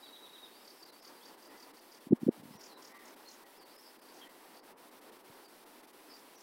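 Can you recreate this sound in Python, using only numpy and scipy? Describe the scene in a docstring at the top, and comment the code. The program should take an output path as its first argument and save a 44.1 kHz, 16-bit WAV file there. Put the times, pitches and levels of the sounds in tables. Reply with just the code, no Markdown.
"""Warbler in the reeds

A small warbler chatters faintly from a reed head over water: its syrinx gives scratchy chips in threes,
each set in a thin, buzzy slur. Further off are a quick trill, an arching cry and a few lower calls,
over a distant rush and microphone hiss that keep dipping for an instant.
Right at the microphone, a hand bumps the camera twice, then rubs and taps it lightly."""
import sys
import numpy as np
from scipy import signal
from scipy.fft import rfft, irfft
from scipy.io import wavfile
from scipy.ndimage import map_coordinates

SR = 44100
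rng = np.random.default_rng(int(sys.argv[2]) if len(sys.argv) > 2 else 0)


def output_pcm(signal):
    """Save a mono or channel-first signal as 16-bit PCM at the path in sys.argv[1].

    Samples are clipped to [-1, 1] before scaling.
    """
    pcm = np.clip(np.atleast_2d(signal).T, -1, 1) * 32767
    wavfile.write(sys.argv[1], SR, np.round(pcm).astype(np.int16))


N = 283122

# the warbler's three-chip syllables: middle chip t/s, lowest throat resonance f/Hz, relative level/dB,
# upper resonances against the lowest/dB, swell per chip/dB
SYLLABLES = [(.680, 4790, -54.5, -5, 1.5), (.856, 4700, -56, -8, -5), (1.052, 4740, -55, -2.5, 3),
             (1.259, 4700, -57, -2, 1.5), (1.429, 4700, -61, -2.5, 4), (1.604, 4780, -56.5, -3.5, 2.5),
             (1.798, 4730, -62, -1.5, -4), (1.949, 4720, -60, -0.5, -3.5), (2.639, 4970, -55.5, 2.5, -1),
             (2.852, 4980, -59.5, 5, -1.5), (3.083, 5170, -61.5, 1, -3.5), (3.316, 5220, -59.5, 3, -2),
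             (4.169, 5440, -62.5, 0, -0.5), (4.572, 4782, -60.5, -4, 1), (6.168, 4800, -65.5, 4, 0),
             (6.408, 4920, -67, 8, 3)]


def warbler_chips(length=.02, gap_s=.026, rise_share=.48, arch=.071, outer_db=-2.5, gain_db=-4.6):
    """Arching bursts of the syrinx: a ringing core under raspy resonances that an open bill lets out."""
    out, size = np.zeros(N), int(length * SR)
    shape = np.sin(np.pi / 2 * np.interp(np.arange(size) / size, [0, rise_share, 1], [0, 1, 0]))
    for s, hz, db, upper_db, swell_db in SYLLABLES:
        # pitch ratio, level/dB, pitch scatter
        resonances = [(1, 0, .033 * (1 + undb(upper_db))),
                      (1.13, upper_db, .0968), (1.37, upper_db - 5.5, .0968)]
        for place in (-1, 0, 1):
            chip_hz = hz * (1 + .022 * rng.standard_normal())  # no two chips quite alike
            burst = np.zeros(size)
            for ratio, part_db, scatter in resonances:
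                pitch = chip_hz * ratio * (1 + arch * (shape - 1) + scatter * walk(1762, size))
                burst += undb(part_db) * sine(pitch)
            gain = undb(db + gain_db + place * swell_db + abs(place) * outer_db)
            add(out, s + place * gap_s - length * rise_share, gain * unit(shape ** 2) * burst)
    return out


def warbler_flanks(buzz=.72):
    """A faint, hoarse slur climbs into each syllable and another sinks away after it."""
    # t/s from the middle chip, length/s, start and end pitch ratios, offset to the syllable's level/dB
    flanks = [(-.1, 0.098, .95, 1.1, -23), (0.017, .11, 1, .97, -21)]
    table = []
    for s, hz, db, _, _ in SYLLABLES:
        for lag, length, start, end, flank_db in flanks:
            middle = (start + end) / 2
            table.append((s + lag, length, hz * start, hz * middle, hz * end, db + flank_db, buzz))
    return slurs(table)


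def warbler_song():
    """Clearer slurred notes from the same reed head, among the chips."""
    # t/s, length/s, start f/Hz, middle f/Hz, end f/Hz, level/dB, buzz/0-1
    song = [(0, 0.094, 5120, 4700, 4350, -69, .38), (.44, .025, 5300, 5040, 4880, -69, .1),
            (.48, 0.16, 4050, 4650, 5240, -72, 0.3), (.72, 0.11, 5370, 5250, 4950, -71, 0.5),
            (.87, 0.056, 4400, 4080, 4100, -67, .36), (.928, 0.041, 4380, 4640, 4690, -69, .2),
            (.985, .06, 4950, 5250, 5400, -71, .38), (1.11, .09, 4950, 4800, 4600, -75, .42),
            (1.205, 0.055, 3143, 3480, 4150, -68.5, .2), (1.46, .05, 4900, 4850, 4800, -72, .2),
            (2.51, 0.038, 4980, 5080, 5540, -69, 0.25), (2.55, 0.084, 6100, 5620, 5350, -68.5, .1),
            (2.675, .11, 4670, 4070, 3980, -66, 0.3), (3.252, 0.054, 4000, 4310, 3982, -61.5, 0.2),
            (3.505, 0.026, 4950, 5300, 5550, -78, .15), (3.56, 0.036, 4780, 5100, 5700, -70.5, .15),
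            (3.592, 0.065, 4950, 4630, 4250, -68, 0.4), (3.67, .08, 4100, 4600, 5100, -70, .7),
            (3.755, .06, 5030, 5170, 5600, -66, 0.39), (3.82, 0.1, 5200, 4980, 5040, -65.5, .53),
            (3.94, 0.29, 4840, 4700, 4500, -74, 0.54), (4.212, .036, 3320, 3210, 3130, -59, 0.43),
            (5.445, 0.04, 4920, 4660, 4620, -68.5, 0.24), (6.088, 0.042, 5230, 5150, 5050, -65, .3),
            (6.098, 0.069, 4610, 4680, 4680, -65, 0.4), (6.352, 0.027, 5950, 5820, 5900, -65, .45)]
    return slurs(song)


def slurs(table, jitter=.0866, taper=.23, patchy_db=3.5, flutter_hz=170, shimmer_db=4):
    """Wavering near-sine glides: the membrane's flutter makes them buzz, and strong buzz turns hoarse."""
    out = np.zeros(N)
    for s, length, start_hz, middle_hz, end_hz, db, buzz in table:
        size = int(length * SR)
        t = np.arange(size) / SR
        glide_hz = np.polyval(np.polyfit([0, .5, 1], [start_hz, middle_hz, end_hz], 2), t / length)
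        flutter = sine(flutter_hz * (1 + .11 * walk(90, size)))
        waver = .0205 * walk(69.8, size)
        hoarseness = 2 * buzz * jitter * walk(900, size)
        pitch = glide_hz * (1 + buzz * (.078 * flutter + waver + hoarseness))
        shimmer = shimmer_db * buzz * (flutter + walk(122.8, size))
        swell = signal.windows.tukey(size, taper) * undb(shimmer + patchy_db * walk(65.4, size))
        add(out, s, undb(db) * unit(swell * sine(pitch)))
    return out


def far_trill(count=5, start_s=.02, period_s=.1008, pitch_hz=3880, sag_hz=125, level_db=-56):
    """A bird further off repeats a clear pip that falls away hoarsely into a softer, lower note."""
    table = []
    for k in range(count):
        tiring = (k / (count - 1)) ** 4  # the last syllable comes early, sinks and weakens
        s = start_s + k * period_s - .004 * tiring
        hz = pitch_hz - sag_hz * tiring
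        db = level_db - 1.5 * tiring
        pip = (s, .043, .98 * hz, hz, .953 * hz, db, .13)
        hoarse_drop = (s + .024, .035, .98 * hz, .92 * hz, .89 * hz, db - 7, .6)
        soft_note = (s + .034, .062 * (1 - tiring / 2), hz, .995 * hz, .89 * hz, db - 10, .22)
        table += [pip, hoarse_drop, soft_note]
    return slurs(table, taper=.84, patchy_db=-2)


def far_cry(start_s=2.81, length=.32, end_ratio=.76, buzz=.5):
    """One hoarse, distant cry: its partials follow one arch, some heard only near the top."""
    # top of the arch f/Hz, level/dB, share of the cry's length heard/0-1
    partials = [(1160, -69.5, .45), (1906, -69.5, 1), (2035, -70, 0.77), (2270, -76, 0.81)]
    table = []
    for top_hz, db, share in partials:
        s = start_s + length * (1 - share) / 2
        foot_hz = top_hz * (1 - (1 - end_ratio) * share ** 2)
        table.append((s, length * share, foot_hz, top_hz, foot_hz, db, buzz))
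    return slurs(table, jitter=.053, taper=1)


def far_calls(gain_db=-4.5):
    """A few lower, buzzy calls carry from across the water."""
    # t/s, length/s, start f/Hz, middle f/Hz, end f/Hz, relative level/dB, buzz/0-1
    calls = [(1.48, .17, 1880, 2000, 1990, -67.5, 0.4), (2.735, 0.076, 980, 1015, 1020, -60.5, 0.7),
             (3.44, .04, 1950, 1920, 1880, -64, .35), (4.215, 0.095, 1830, 1930, 1930, -63.5, 0.56)]
    return undb(gain_db) * slurs(calls, jitter=.042)


def reed_scatter(x, t60, wet_db):
    """The short tail that stems and bank scatter back to the microphone after every call."""
    t = np.arange(SR // 2) / SR
    tail = rng.standard_normal(len(t)) * np.exp(-np.log(1000) * t / t60)
    return undb(wet_db) * signal.fftconvolve(x, tail / np.linalg.norm(tail))[:N]


def camera_knocks(body_hz=235, body_width_hz=45, ring_db=-11, octave_db=-11.5, push_db=-35):
    """A touch, a rattle and a blow each rock the camera for a few swings; its body rings on briefly."""
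    # t/s, blow f/Hz, blow level/dB, first touch against the blow/dB, lead of that touch/s
    knocks = [(2.0718, 253, -38.5, -34, .012), (2.1317, 250, -9.5, -12.5, 0.019),
              (2.234, 251, -26, -16.5, 0.013), (2.2907, 303, -12, -9.5, .0205),
              (2.401, 196, -46.5, -10, .02), (2.457, 230, -46, -2.5, .02), (2.512, 222, -45, -11, 0.0205),
              (2.556, 165.6, -48, -13, 0.03), (5.303, 155, -53.5, -18, 0.034)]
    out = np.zeros(N)
    for s, blow_hz, blow_db, touch_db, touch_lead in knocks:
        peak = undb(blow_db)
        # lead/s, f/Hz, swings, amplitude
        touch = (touch_lead, 235, 3.06, peak * undb(touch_db))
        rattle = (.0058, 1.474 * blow_hz, 4.6, peak ** 2 * undb(2.5))  # a hard knock chatters
        blow = (0, blow_hz, 2.5, peak)
        for lead, hz, swings, amplitude in (touch, rattle, blow):
            length = swings / hz
            t = np.arange(int(length * SR)) / SR
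            swing = amplitude * np.hanning(len(t))
            phase = 2 * np.pi * hz * (t - length / 2)
            rocking = swing * (np.sin(phase) + undb(push_db))  # the hand also pushes one way
            octave = undb(octave_db) * swing ** 2 * np.sin(2 * phase)  # a hard contact stiffens
            add(out, s - lead - length / 2, rocking + octave)
    ring = signal.lfilter(*signal.iirpeak(body_hz, body_hz / body_width_hz, fs=SR), out)
    bass_cut = signal.butter(1, 45, "high", fs=SR, output="sos")  # the small microphone lacks deep bass
    return signal.sosfiltfilt(bass_cut, out + undb(ring_db) * ring)


def hand_rub(start_s=2.36, length=.244, band_hz=(115, 280), level_db=-65):
    """Skin drags over the camera body after the bumps, in a soft, low rustle."""
    out, size = np.zeros(N), int(length * SR)
    band = signal.butter(3, band_hz, "band", fs=SR, output="sos")
    drag = signal.sosfilt(band, rng.standard_normal(size))
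    add(out, start_s, undb(level_db) * unit(drag * signal.windows.tukey(size, .4)))
    return out


def rush_and_hiss(level_db=-57, sway_db=1.44, split_hz=2500, bass_shelf_hz=150):
    """A low, distant rush sways a little under the even hiss of the microphone."""
    # noise spectrum: f/Hz, relative level/dB
    noise_floor = [(24, -15), (40, -24), (54, -33), (80, -28), (247, -5), (377, 0), (653, -4), (1020, -6),
                   (1380, -8), (1960, -11.5), (4130, -14), (4800, -12.5), (6320, -19.5), (10400, -16),
                   (15500, -17.5)]
    # broad humps and hollows in it: f/Hz, width/Hz, gain/dB
    humps = [(277, 107, 4), (942, 250, 3.5), (1920, 330, 2), (4930, 480, -1.5), (6960, 540, -3)]
    f = np.maximum(np.fft.rfftfreq(N, 1 / SR), 1)
    hz, db = np.transpose(noise_floor)
    colour_db = np.interp(np.log(f), np.log(hz), db)
    for centre_hz, width_hz, hump_db in humps:
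        colour_db += hump_db * np.exp(-2 * ((f - centre_hz) / width_hz) ** 2)
    bass_shelf = 1 - .21 / (1 + (f / bass_shelf_hz) ** 4)
    spectrum = rfft(rng.standard_normal(N)) * undb(colour_db) * bass_shelf
    low_share = 1 / (1 + (f / split_hz) ** 2)
    sway = undb(sway_db * (walk(3.108, N) + walk(20, N)))
    rush = irfft(spectrum * low_share, N) * sway
    hiss = irfft(spectrum * (1 - low_share), N)
    return undb(level_db) * unit(rush + hiss)


def level_dips(x, crossovers_hz=(1100, 2600)):
    """The level dips briefly, deeply in the treble and only slightly in the bass."""
    # t/s, width/s, depth in the treble/dB
    dips = [(.851, 0.0083, 15), (.915, 0.01, 19.5), (1.013, 0.013, 12), (1.365, 0.015, 10),
            (1.493, 0.015, 6.5), (1.726, 0.012, 17), (1.803, 0.01, 9.5), (1.997, 0.011, 8.5),
            (2.12, 0.037, 29), (2.188, 0.022, 14.5), (2.3, 0.023, 20.5), (2.423, 0.015, 8.5),
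            (2.581, 0.012, 14), (2.757, 0.022, 14), (2.935, 0.011, 12), (2.984, 0.0061, 15),
            (3.155, 0.0087, 15), (3.449, .012, 12), (3.597, 0.018, 9), (3.646, 0.013, 14),
            (3.774, 0.0074, 15), (3.981, 0.014, 13), (4.008, 0.01, 17), (4.285, 0.0089, 13),
            (4.616, 0.023, 18.5), (4.751, 0.028, 22), (4.905, 0.011, 11), (5.004, 0.012, 12),
            (5.111, .012, 12.5), (5.185, .012, 6), (5.229, 0.02, 10.5), (5.474, 0.011, 12),
            (5.651, 0.011, 12), (5.821, .01, 13), (5.865, 0.011, 13.5), (5.922, 0.011, 12.5),
            (6.371, 0.01, 12)]
    t = np.arange(N) / SR
    dip_db = np.zeros(N)
    for s, width, depth_db in dips:
        notch = np.exp(-np.minimum(2 * np.abs((t - s) / width) ** 2.4, 20))
        dip_db = np.maximum(dip_db, depth_db * notch)
    bass, under_treble = (signal.sosfiltfilt(signal.butter(3, hz, fs=SR, output="sos"), x)
                          for hz in crossovers_hz)
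    middle, treble = under_treble - bass, x - under_treble
    return bass * undb(-.03 * dip_db) + middle * undb(-.43 * dip_db) + treble * undb(-dip_db)


def undb(db):
    """Decibels to gain."""
    return 10 ** (np.asarray(db) / 20)


def unit(x):
    """Scale to rms 1."""
    return x / np.sqrt(np.mean(x ** 2))


def sine(hz):
    """A sine that follows a pitch curve."""
    return np.sin(2 * np.pi * np.cumsum(hz) / SR)


def add(out, s, sound):
    """Mix a sound in from time s."""
    i = min(max(int(s * SR), 0), len(out))
    out[i:i + len(sound)] += sound[:len(out) - i]


def walk(rate_hz, size):
    """Smooth random wandering with a spread near 1."""
    steps = np.arange(size) * rate_hz / SR
    return map_coordinates(rng.standard_normal(size // 8 + 2), [steps], order=1)


def scene():
    """One microphone by the reeds: the warbler nearest, other birds beyond, a hand on the camera."""
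    near = warbler_chips() + warbler_song() + warbler_flanks()
    far = far_trill() + far_calls() + far_cry()
    scattered = reed_scatter(near, t60=.17, wet_db=-2) + reed_scatter(far, t60=.83, wet_db=-4)
    background = level_dips(rush_and_hiss() + scattered)
    return (near + far + background + camera_knocks() + hand_rub())[None]


def record(dry, top_hz=15800):
    """The camera cuts the top treble steeply."""
    return signal.sosfilt(signal.ellip(10, .1, 70, top_hz, fs=SR, output="sos"), dry)


dry = scene()
out = record(dry)
output_pcm(out)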